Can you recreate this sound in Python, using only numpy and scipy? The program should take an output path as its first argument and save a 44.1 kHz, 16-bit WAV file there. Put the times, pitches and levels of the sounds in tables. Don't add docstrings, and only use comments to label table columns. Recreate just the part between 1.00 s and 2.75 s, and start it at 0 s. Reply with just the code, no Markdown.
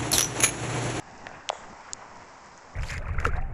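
import sys
import numpy as np
from scipy import signal
from scipy.fft import rfft, irfft
from scipy.io import wavfile
from scipy.ndimage import uniform_filter1d, map_coordinates

SR = 44100
rng = np.random.default_rng(int(sys.argv[2]) if len(sys.argv) > 2 else 0)


def dump(signal):
    limited = np.clip(np.atleast_2d(signal).T, -1, 1)
    pcm = np.round(limited * 32767).astype(np.int16)
    wavfile.write(sys.argv[1], SR, pcm)


N = 77175


def undb(db):
    return 10 ** (np.asarray(db) / 20)


def unit(x):
    return x / np.sqrt(np.mean(x ** 2))


def curve(rows):
    times, values = np.array(rows).T
    return np.interp(np.arange(N) / SR, times, values)


def colour(x, spectrum):
    hz, db = np.array(spectrum).T
    bin_hz = np.maximum(np.arange(N // 2 + 1) * SR / N, 1)
    gain = undb(np.interp(np.log(bin_hz), np.log(hz), db))
    return unit(irfft(rfft(x) * gain, N))


def fluctuation(per_s):
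    hold = max(int(SR / per_s), 1)
    steps = np.repeat(rng.standard_normal(N // hold + 1), hold)
    return unit(uniform_filter1d(steps, hold)[:N])


def ring(x, hz, width_hz):
    omega = 2 * np.pi * hz / SR
    damping = np.sin(omega) * width_hz / hz / 2
    section = np.array([damping, 0, -damping, 1 + damping, -2 * np.cos(omega), 1 - damping])
    section /= 1 + damping
    ringing = signal.sosfilt([section, section], x)
    return ringing / np.abs(ringing).max()


# (time [s], relative level [dB])
ROAR_ENVELOPE = [(0, -55), (.13, -53.5), (.26, -50.5), (.43, -56.5), (.6, -51), (.73, -50), (.9, -53),
                 (1.05, -50.5), (1.3, -52), (1.58, -55), (1.75, -50.5)]
RUSH_ENVELOPE = [(0, -53.5), (.13, -51.5), (.3, -49), (.46, -52.5), (.62, -51.5), (.8, -51), (1.0, -51),
                 (1.3, -53), (1.55, -55), (1.75, -54.5)]
# (frequency [Hz], relative level [dB])
ROAR_SPECTRUM = [(100, -17.5), (250, -15.5), (420, -7), (600, -1.5), (800, -1), (980, -3.5), (1250, -9),
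                 (1700, -22), (3000, -43.5)]
RUSH_SPECTRUM = [(700, -15.5), (1100, 2), (1450, 4), (1900, -2), (2400, -5), (3000, -14), (3800, -22.5),
                 (6000, -40.5)]
def flames(roar_gain_db=2, roar_flutter_db=1.0, rush_flutter_db=2.25, hollow_db=-4.5):
    flutter = fluctuation(per_s=28.02)
    body = colour(rng.standard_normal(N), ROAR_SPECTRUM)
    body = unit(body + undb(hollow_db) * hollow_resonance())
    roar = body * undb(roar_gain_db + curve(ROAR_ENVELOPE) + roar_flutter_db * flutter)
    rush = colour(rng.standard_normal(N), RUSH_SPECTRUM)
    rush_flutter = (flutter + fluctuation(per_s=60)) / 2
    return roar + rush * undb(curve(RUSH_ENVELOPE) + rush_flutter_db * rush_flutter)


# (time [s], centre frequency [Hz])
HOLLOW_CENTRE = [(0, 855), (.3, 781.3), (.6, 828.8), (.9, 958.4), (1.2, 933.5), (1.45, 928.6), (1.75, 972)]
def hollow_resonance(width_hz=190):
    lowpass = signal.butter(2, width_hz / 2, fs=SR, output="sos")
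    baseband = signal.sosfilt(lowpass, rng.standard_normal(N) + 1j * rng.standard_normal(N))
    carrier = np.exp(2j * np.pi * np.cumsum(curve(HOLLOW_CENTRE)) / SR)
    return unit((baseband * carrier).real)


def burst(size=2048, splinter_db=-21, decay_s=0.0012):
    t = np.arange(size) / SR
    return (t == 0) + undb(splinter_db) * rng.standard_normal(size) * np.exp(-t / decay_s)


def onset(impulse):
    return ring(impulse, hz=1980, width_hz=2200)


# (time [s], level [dB], first mode [Hz], its bandwidth [Hz],
# second mode [Hz], its level re the first [dB], level sent to the walls re the crack [dB])
FUEL_CRACKS = [(.1116, -39, 5200, 2530, 2780, -8, -32), (.1795, -42.5, 5900, 2500, 3000, -18, -28),
               (0.2687, -21, 1690, 1200, 800, -4, -13), (.2897, -43, 5930, 2020, 2980, -22.5, -21),
               (0.491, -10, 2990, 1880, 5730, -2.5, 0), (0.5003, -28, 3130, 1005, 1980, 7.5, -15),
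               (.8066, -45, 5520, 2580, 2960, -13.5, -34), (0.9336, -16.5, 6920, 1960, 5300, 0.5, -29.5),
               (1.1578, -43, 6000, 2500, 3000, -25, -11), (1.1712, -43, 5800, 2470, 3000, -19, -17),
               (1.4611, -40.5, 6500, 2500, 2930, -18, -14), (1.5773, -38.5, 6220, 1400, 5215, -22, -20)]
def cracks(onset_db=-23.5, second_relative_width=0.71):
    direct, to_walls = np.zeros((2, N))
    for start, db, hz, width_hz, second_hz, second_db, walls_db in FUEL_CRACKS:
        impulse = burst()
        first = ring(impulse, hz, width_hz)
        second = ring(burst(), second_hz, second_relative_width * second_hz)
        crack = undb(db) * (first + undb(second_db) * second + undb(onset_db) * onset(impulse))
        add(direct, start, crack)
        add(to_walls, start, undb(walls_db) * crack)
    return direct, to_walls


def gas_pocket(hz, size, glide_s=0.00076, attack_s=0.00064, decay_s=0.0012, tail_db=-31, tail_s=0.039):
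    t = np.arange(size) / SR
    pitch_hz = hz * (1 + np.exp(-t / glide_s))
    phase = 2 * np.pi * np.cumsum(pitch_hz) / SR
    knock = np.sin(phase) * (1 - np.exp(-t / attack_s)) * np.exp(-t / decay_s)
    scatter = unit(ring(rng.standard_normal(size), hz=607, width_hz=270))
    return knock / np.abs(knock).max() + undb(tail_db) * scatter * np.exp(-t / tail_s)


# (time [s], level [dB], final frequency [Hz])
GAS_POPS = [(0.3142, -30.5, 610), (.5003, -11, 622), (.5292, -24, 524), (.5385, -35.5, 540),
            (.5552, -32.5, 640)]
def pops(low_cut_hz=360, onset_db=-30, walls_db=-0.5, size=8192):
    direct, to_walls = np.zeros((2, N))
    radiation = signal.butter(3, low_cut_hz, "high", fs=SR, output="sos")
    for start, db, hz in GAS_POPS:
        body = signal.sosfilt(radiation, gas_pocket(hz, size))
        pop = body + undb(onset_db) * onset(burst(size))
        add(direct, start, undb(db) * pop)
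        add(to_walls, start, undb(db + walls_db) * pop)
    return direct, to_walls


# (time [s], level [dB])
SIZZLE_ENVELOPE = [(0, -59), (.18, -56.5), (.42, -59), (.7, -56), (1.05, -57.5), (1.3, -56.5), (1.75, -58)]
# (frequency [Hz], relative level [dB])
SIZZLE_SPECTRUM = [(2000, 3), (3200, -6), (4000, -5), (5200, 2.5), (6300, 0), (7300, -0.5), (8100, -8.5),
                   (9000, -16)]
def sizzle(sparks_per_s=900, spread_db=1.5, sparks_db=-2.5, flicker_db=0.4):
    arrivals = rng.random(N) < sparks_per_s / SR
    sizes = undb(spread_db * np.minimum(rng.exponential(size=N), 5))
    sparks = unit(arrivals * sizes * rng.choice([-1, 1], N))
    hiss = colour(rng.standard_normal(N) + undb(sparks_db) * sparks, SIZZLE_SPECTRUM)
    return hiss * undb(curve(SIZZLE_ENVELOPE) + flicker_db * fluctuation(per_s=35))


# (time [s], delay [ms])
GROUND_DELAY = [(0, 1.09), (.4, 1.12), (.85, 0.97), (1.75, 0.99)]
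# (time [s], amplitude re the direct path [ratio])
GROUND_GAIN = [(0, 0.36), (.5, 0.26), (1.0, 0.2), (1.75, 0.16)]
def ground_reflection(fire):
    emitted_at = np.arange(N) - curve(GROUND_DELAY) * SR / 1000
    return curve(GROUND_GAIN) * map_coordinates(fire, [emitted_at], mode="mirror")


# (frequency [Hz], relative level [dB])
ECHO_SPECTRUM = [(200, -13), (560, -1.5), (900, -10), (1500, -9), (2100, 5), (2700, -16.5), (3400, 0.5),
                 (4300, -7), (5500, -4), (7300, 10), (9000, -5)]
def wall_echo(incident, gain_db=-17.5, delay_s=0.019, rise_s=0.05, t60_s=0.35):
    t = np.maximum(np.arange(N) / SR - delay_s, 0)
    envelope = (1 - np.exp(-t / rise_s)) * np.exp(-np.log(1000) * t / t60_s)
    scatter = colour(rng.standard_normal(N), ECHO_SPECTRUM)
    response = unit(scatter * envelope) / np.sqrt(N)
    return undb(gain_db) * signal.fftconvolve(incident, response)[:N]


# (time [s], level [dB])
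WIND_ENVELOPE = [(0, -62), (.12, -50), (.22, -49.5), (.32, -51), (.44, -52), (.54, -59.5), (.65, -52.5),
                 (.73, -50.5), (.82, -64), (.92, -51.5), (1.06, -56), (1.23, -53.5), (1.35, -55.5),
                 (1.62, -60), (1.75, -53)]
# (frequency [Hz], relative level [dB])
WIND_SPECTRUM = [(15, 7), (35, -10), (58, -1), (90, -2), (130, -3), (190, -2), (300, -4.5), (600, -11),
                 (1500, -50.5)]
def wind(buffet_db=1.68):
    rumble = colour(rng.standard_normal(N), WIND_SPECTRUM)
    return rumble * undb(curve(WIND_ENVELOPE) + buffet_db * fluctuation(per_s=21.5))


def add(out, start_s, sound):
    i = int(start_s * SR)
    out[i:i + len(sound)] += sound[:N - i]


def scene():
    cracking, cracks_to_walls = cracks()
    popping, pops_to_walls = pops()
    roar = flames()
    fire = roar + cracking + popping + sizzle()
    reflections = ground_reflection(roar) + wall_echo(cracks_to_walls + pops_to_walls)
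    return (fire + reflections + wind())[None]


def record(dry, cutoff_hz=8500):
    taps = signal.firwin(161, cutoff_hz, window=("kaiser", 8), fs=SR)
    return signal.fftconvolve(dry, taps[None], mode="same")


dry = scene()
out = record(dry)
dump(out)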